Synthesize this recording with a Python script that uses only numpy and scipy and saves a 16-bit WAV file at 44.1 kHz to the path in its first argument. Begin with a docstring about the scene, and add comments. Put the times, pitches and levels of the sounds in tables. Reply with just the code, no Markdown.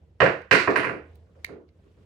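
"""Fingers press small plastic bricks together near a phone: one clear snap and a few faint ticks.
Each contact is a quick run of strikes, made of short ringing tones that die away.
Further off, something wooden with a metal fitting is knocked and rattled: more ringing tones, and
the room smears every blow with a tail of fading noise.
A low hum (a wavering sine) and a dull indoor rumble (shaped noise) lie under it all."""
import sys
import numpy as np
from scipy import signal
from scipy.fft import rfft, irfft
from scipy.io import wavfile
from scipy.ndimage import uniform_filter1d

SR = 44100
rng = np.random.default_rng(int(sys.argv[2]) if len(sys.argv) > 2 else 0)


def invert_db(level):
    """Linear amplitude ratio for a level in decibels (20 dB per decade), elementwise."""
    return 10 ** (np.asarray(level, dtype=float) / 20)


def generate_wav(sig):
    """Save sig (samples, or channels by samples) to the path in sys.argv[1] as 16-bit PCM at SR."""
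    pcm = np.round(np.clip(np.atleast_2d(sig).T, -1, 1) * 32767).astype(np.int16)
    wavfile.write(sys.argv[1], SR, pcm)


N = 90404

# Each part of the far thing radiates only in its own range; rows: boom, thud, clack, edge, fitting
# (lowest frequency [Hz], highest frequency [Hz])
PART_RANGES = [(190, 480), (90, 1000), (800, 3300), (2900, 16500), (8000, 16500)]
STRIKE_SCATTER_DB = 2  # how much each tone's level varies from strike to strike


def on_log(hz, table):
    """Read (frequency [Hz], value) points on a log-frequency axis."""
    f, v = np.array(table, float).T
    return np.interp(np.log(hz + 1), np.log(f + 1), v)


def level(x, db):
    """Set the rms level in dB."""
    return x * invert_db(db) / np.sqrt(np.mean(x ** 2))


def walk(rate):
    """Slow random drift: random values held for 1 / rate seconds, then smoothed twice."""
    k = int(SR / rate)
    held = np.repeat(rng.standard_normal(N // k + 1), k)
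    return uniform_filter1d(uniform_filter1d(held, k), k)[:N]


def add(track, s, sound):
    """Mix a sound in at time s."""
    i = int(s * SR)
    track[..., i:i + sound.shape[-1]] += sound[..., :track.shape[-1] - i]


def wide_noise(size):
    """Spectrum of left and right noise: how alike the two sides are depends on frequency."""
    # Likeness of left and right, 1 = nearly the same: (frequency [Hz], likeness [0 to 1])
    likeness = [(60, 1), (130, 1), (290, 0.77), (640, 0.66), (1400, 0), (16000, 0.45)]
    alike = np.clip(on_log(np.fft.rfftfreq(size, 1 / SR), likeness), -.99, .99)
    mid, side = rfft(rng.standard_normal((2, size)))
    mid = mid * np.sqrt((1 + alike) / 2)
    side = side * np.sqrt((1 - alike) / 2)
    return np.array([mid + side, mid - side])


def rumble():
    """Dull indoor noise: random air pressure, strongest in the bass, whose level flickers."""
    # Colour of the noise: (frequency [Hz], relative level [dB])
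    colour = [(20, -36), (45, -11), (80, 7.5), (115, -8), (170, -8), (256, -16.5), (356, -14.5),
              (468, -11.5), (725, -20), (3000, -30.5), (9000, -44.5), (14000, -56)]
    flicker_db, rumble_db = 1.5, -55
    shape = invert_db(on_log(np.fft.rfftfreq(N, 1 / SR), colour))
    air = irfft(wide_noise(N) * shape, N)
    return level(air * invert_db(flicker_db * walk(10)), rumble_db)


def hum():
    """A low tone whose pitch and loudness both waver slowly."""
    centre_hz, waver_hz, hum_db = 81, 1.6, -64
    pitch_hz = centre_hz + waver_hz * walk(12)
    tone = np.sin(2 * np.pi * np.cumsum(pitch_hz) / SR)
    return level(tone * invert_db(3.0 * walk(14)), hum_db)


def ring(modes, scatter_db):
    """One strike: decaying tones, neighbours in opposite phase, each a little different every time."""
    t = np.arange(4096)[:, None] / SR
    hz, db, t60 = np.array(modes, float).T
    pitch_chance, level_chance = rng.standard_normal((len(hz), 2)).T
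    tone = np.sin(2 * np.pi * hz * (1 + pitch_chance / 50) * t)
    tone = tone * (-1.) ** np.arange(len(hz))
    decay = np.exp(-np.log(1000) * t / t60)  # falls by 60 dB in t60 seconds
    return (invert_db(db + scatter_db * level_chance) * tone * decay).sum(axis=1)


def blow(modes, hz, db):
    """A strike heard in its own frequency range; db is its energy spread over 2.5 ms."""
    band = signal.butter(3, hz, "bandpass", fs=SR, output="sos")
    x = signal.sosfilt(band, ring(modes, STRIKE_SCATTER_DB))
    return x * invert_db(db) * np.sqrt(SR / 400 / np.sum(x ** 2))


def knocks():
    """Blows ring the wooden thing's boom, thud, clack and edge tones; soft bumps leave out the edge."""
    # Blows, before the room:
    # (time [s], boom level [dB], thud level [dB], clack level [dB], edge level [dB])
    knock_times = [(0.203, -37, -10, -11.5, -35.5), (0.216, -26, -5.5, -10.5, -44),
                   (0.233, -27, -17.5, -30.5, -36.5), (0.245, -14, -17.5, -35.5, -50.5),
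                   (0.259, -27, -17, -14, -40.5), (0.511, -11, -11, -7.5, -25),
                   (0.525, -10.5, -26.5, -10, -23), (0.549, -18.5, -25.5, -11, -25),
                   (0.597, -32, -36, -18.5, -30.5), (0.675, -8.5, -13.5, -13.5, -61.5),
                   (0.703, -20, -32, -44, -40.5), (0.758, -20.5, -21.5, -12.5, -34),
                   (0.772, -17, -26, -24.5, -45.5), (0.796, -55, -28.5, -26.5, -43),
                   (0.831, -28.5, -34.5, -25, -51), (0.844, -25, -25, -19.5, -44),
                   (0.867, -22.5, -27.5, -27, -56), (0.891, -25.5, -26.5, -26.5, -56.5),
                   (0.934, -26.5, -32, -48, -76), (0.96, -34, -45.5, -55, -72), (1.007, -53, -59, -66, -82)]
    # Soft far bumps, before the room:
    # (time [s], boom level [dB], thud level [dB], clack level [dB])
    bump_times = [(1.27, -65, -48, -70), (1.351, -54, -46.5, -67.5), (1.468, -44.5, -45.5, -59),
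                  (1.49, -31.5, -35, -46.5), (1.52, -32, -59, -55.5), (1.556, -38, -43.5, -66),
                  (1.6, -43.5, -47.5, -80), (1.85, -47, -57, -74), (1.97, -48, -52, -78)]
    # Tones of each part:
    # (typical frequency [Hz], relative level [dB], time to fall by 60 dB [s])
    boom = [(230, -10, 0.04), (273, -1.5, .04), (363, -0.5, .045), (453.6, -2, .04)]
    thud = [(129, -7, 0.039), (190, -10, 0.049), (468, -1, .035), (553.2, -2.5, 0.056), (607, 2.5, .02),
            (810, 3, 0.0058)]
    clack = [(1100, -1.5, 0.0085), (1413, -0.5, 0.011), (1585, 0, 0.011), (1920, -1, 0.011),
             (2194, 3.5, 0.0042), (2740, -1, 0.0037), (3200, -13.5, 0.0017)]  # levels before the tilt below
    edge = [(3480, -14.5, .003), (4237, 31, 0.0018), (5000, -23, 0.0017), (6580, 7, 0.0014),
            (8900, -15.5, 0.00067), (10130, -13.5, 0.0025), (12300, -12.5, .002), (15000, -20.5, .002)]
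    # A blow with more edge is harder, so its clack tilts brighter:
    # dB per octave for each dB of edge over clack, counted from the even point
    hardness_tilt, even_edge_db = .3, -25
    out = np.zeros(N)
    for s, *parts in knock_times + bump_times:
        tilt = -4  # dB per octave, for bumps
        if len(parts) > 3:
            edge_over_clack = parts[3] - parts[2]
            tilt = np.clip(hardness_tilt * (edge_over_clack - even_edge_db), -9, 2)
        tilted_clack = [(f, g + tilt * np.log2(f / 1600), d) for f, g, d in clack]
        # a bump lists no edge level, so the loop stops after its clack
        for modes, hz, db in zip((boom, thud, tilted_clack, edge), PART_RANGES, parts):
            add(out, s, blow(modes, hz, db))
    return out


def snaps():
    """Hard plastic contacts in quick steps; the right port hears them a little later."""
    # Snaps and ticks: (time [s], level [dB], left over right [dB], tilt to treble [dB per octave])
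    contacts = [(0.4175, -47, -14, 0.5), (1.1546, -67, -13, 13), (1.445, -19.5, -7.5, 3.5),
                (1.6886, -54, -4, 1)]
    # A brick assembly ringing, before the tilt:
    # (typical frequency [Hz], relative level [dB], time to fall by 60 dB [s])
    brick = [(1822, -4, 0.0069), (2107, -0.5, 0.01), (2800, -7.5, .005), (3550, -11.5, .004),
             (4000, -3, .004), (4640, -4, 0.0019), (5250, -14, .003), (6200, -17, .002), (7300, -20, .002),
             (8470, -20, .002), (10200, -23, .002), (12500, -29, .002), (14980, -25.5, .003)]
    # Studs seat in steps, then the table and wall answer:
    # (time after first contact [s], level [dB])
    seating = [(0, -2), (.0009, -2), (.0022, -2), (0.0111, -17.5), (0.02, -19.5)]
    right_lag_s = 0.00077
    out = np.zeros((2, N))
    for s, db, lean_db, tilt in contacts:
        modes = [(f, g + tilt * np.log2(f / 2256), d) for f, g, d in brick]
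        for after, step_db in seating:
            for ch, sign in enumerate((1, -1)):
                strike = ring(modes, STRIKE_SCATTER_DB) * invert_db(db + step_db + sign * lean_db / 2)
                add(out[ch], s + after + ch * right_lag_s, strike)
    return out


def jingles():
    """The metal fitting jingles along with some of the knocks: short, very high ringing tones."""
    # Jingles, before the room: (time [s], level [dB])
    jingle_times = [(0.527, -38), (0.76, -44), (0.771, -41), (.845, -53)]
    # Tones of the fitting: (typical frequency [Hz], relative level [dB], time to fall by 60 dB [s])
    fitting = [(9550, 0.5, 0.016), (11120, -7.5, .005), (14200, -4, 0.004), (15400, -14, .004)]
    out = np.zeros(N)
    for s, db in jingle_times:
        add(out, s, blow(fitting, PART_RANGES[-1], db))
    return out


def room():
    """Stereo response: uneven echoes fill in, each octave dies at its own rate; mean energy 1."""
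    # How long the room rings: (frequency [Hz], time to fall by 60 dB [s])
    ring_times = [(60, 0.35), (200, 0.25), (560, 0.32), (1500, 0.33), (4000, 0.33), (10000, 0.32),
                  (16000, 0.073)]
    fill_s, echo_scatter_db, scatter_fade_s = 0.001, 3.5, 0.052
    size = 32768
    t, hz = np.arange(size) / SR, np.fft.rfftfreq(size, 1 / SR)
    noise, out = wide_noise(size), 0
    for centre in 60 * 2. ** np.arange(9):
        share = np.clip(1 - abs(np.log2((hz + 1) / centre)), 0, 1)  # overlaps its neighbours
        decay = np.exp(-np.log(1000) * t / on_log(centre, ring_times))
        out = out + irfft(noise * share, size) * decay
    echoes = np.repeat(rng.standard_normal(size // 64), 64)
    unevenness = invert_db(echo_scatter_db * echoes * np.exp(-t / scatter_fade_s))
    out = out * (1 - np.exp(-t / fill_s)) * unevenness
    return out / np.sqrt(np.sum(out ** 2) / 2)


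def scene():
    """Far blows come through the room and a duller straight path; bricks are near and nearly dry."""
    # Balance of the far sounds: (frequency [Hz], left over right [dB])
    far_lean = [(60, 1), (130, 1.5), (250, -0.5), (500, -4.5), (1000, -3.5), (2000, -9.5), (4000, -9),
                (8000, -9.5), (14000, 3)]
    direct_top_hz, direct_db = 4500, -6
    snap_room_db, background_lean_db = -16.5, -1.5  # lean: left over right
    walls, blows, near = room(), knocks() + jingles(), snaps()
    # the straight path bends round furniture and loses its treble
    dull = signal.butter(2, direct_top_hz, fs=SR, output="sos")
    straight = invert_db(direct_db) * signal.sosfilt(dull, blows) * np.array([[.8], [1]])
    far = signal.fftconvolve(blows[None], walls, axes=1)[:, :N] + straight
    lean = on_log(np.fft.rfftfreq(N, 1 / SR), far_lean)
    far = irfft(rfft(far) * invert_db(np.array([lean, -lean]) / 2), N)
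    near = near + invert_db(snap_room_db) * signal.fftconvolve(near, walls, axes=1)[:, :N]
    background = (rumble() + hum()) * invert_db(np.array([[.5], [-.5]]) * background_lean_db)
    return far + near + background


def suppress(x):
    """Noise suppressor: turns down each band above the bass when it nears its own quietest level."""
    most_cut_db, margin_db, from_hz = -11, 1, 320
    hz, _, z = signal.stft(x, SR, nperseg=512)
    power = (abs(z) ** 2).mean(axis=0)
    power = uniform_filter1d(uniform_filter1d(power, 21, axis=0), 3, axis=1)
    quiet = np.percentile(power, 25, axis=1, keepdims=True) * invert_db(2 * margin_db)
    passed = power ** 3 / (power ** 3 + quiet ** 3)  # near 1 = well above the quiet level
    above_bass = np.clip(hz[:, None] / from_hz - 1, 0, 1)  # full effect an octave above from_hz
    gain = invert_db(most_cut_db * (1 - passed) * above_bass)
    return signal.istft(z * gain, nperseg=512)[1][:, :N]


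def band_limit(x):
    """A steep low-pass at the top of the band."""
    return signal.sosfilt(signal.butter(12, 16820, fs=SR, output="sos"), x)


def record(dry):
    """The phone drops deep bass, adds faint hiss, suppresses steady noise and rounds peaks."""
    hiss_db, limit = -93.5, 1.1  # hiss before the suppressor; ceiling of the rounding
    mic = signal.sosfilt(signal.butter(2, 35, "highpass", fs=SR, output="sos"), dry)
    mic = suppress(mic + invert_db(hiss_db) * rng.standard_normal(dry.shape))
    mix = np.tanh(mic / limit) * limit
    return band_limit(mix)


dry = scene()
out = record(dry)
generate_wav(out)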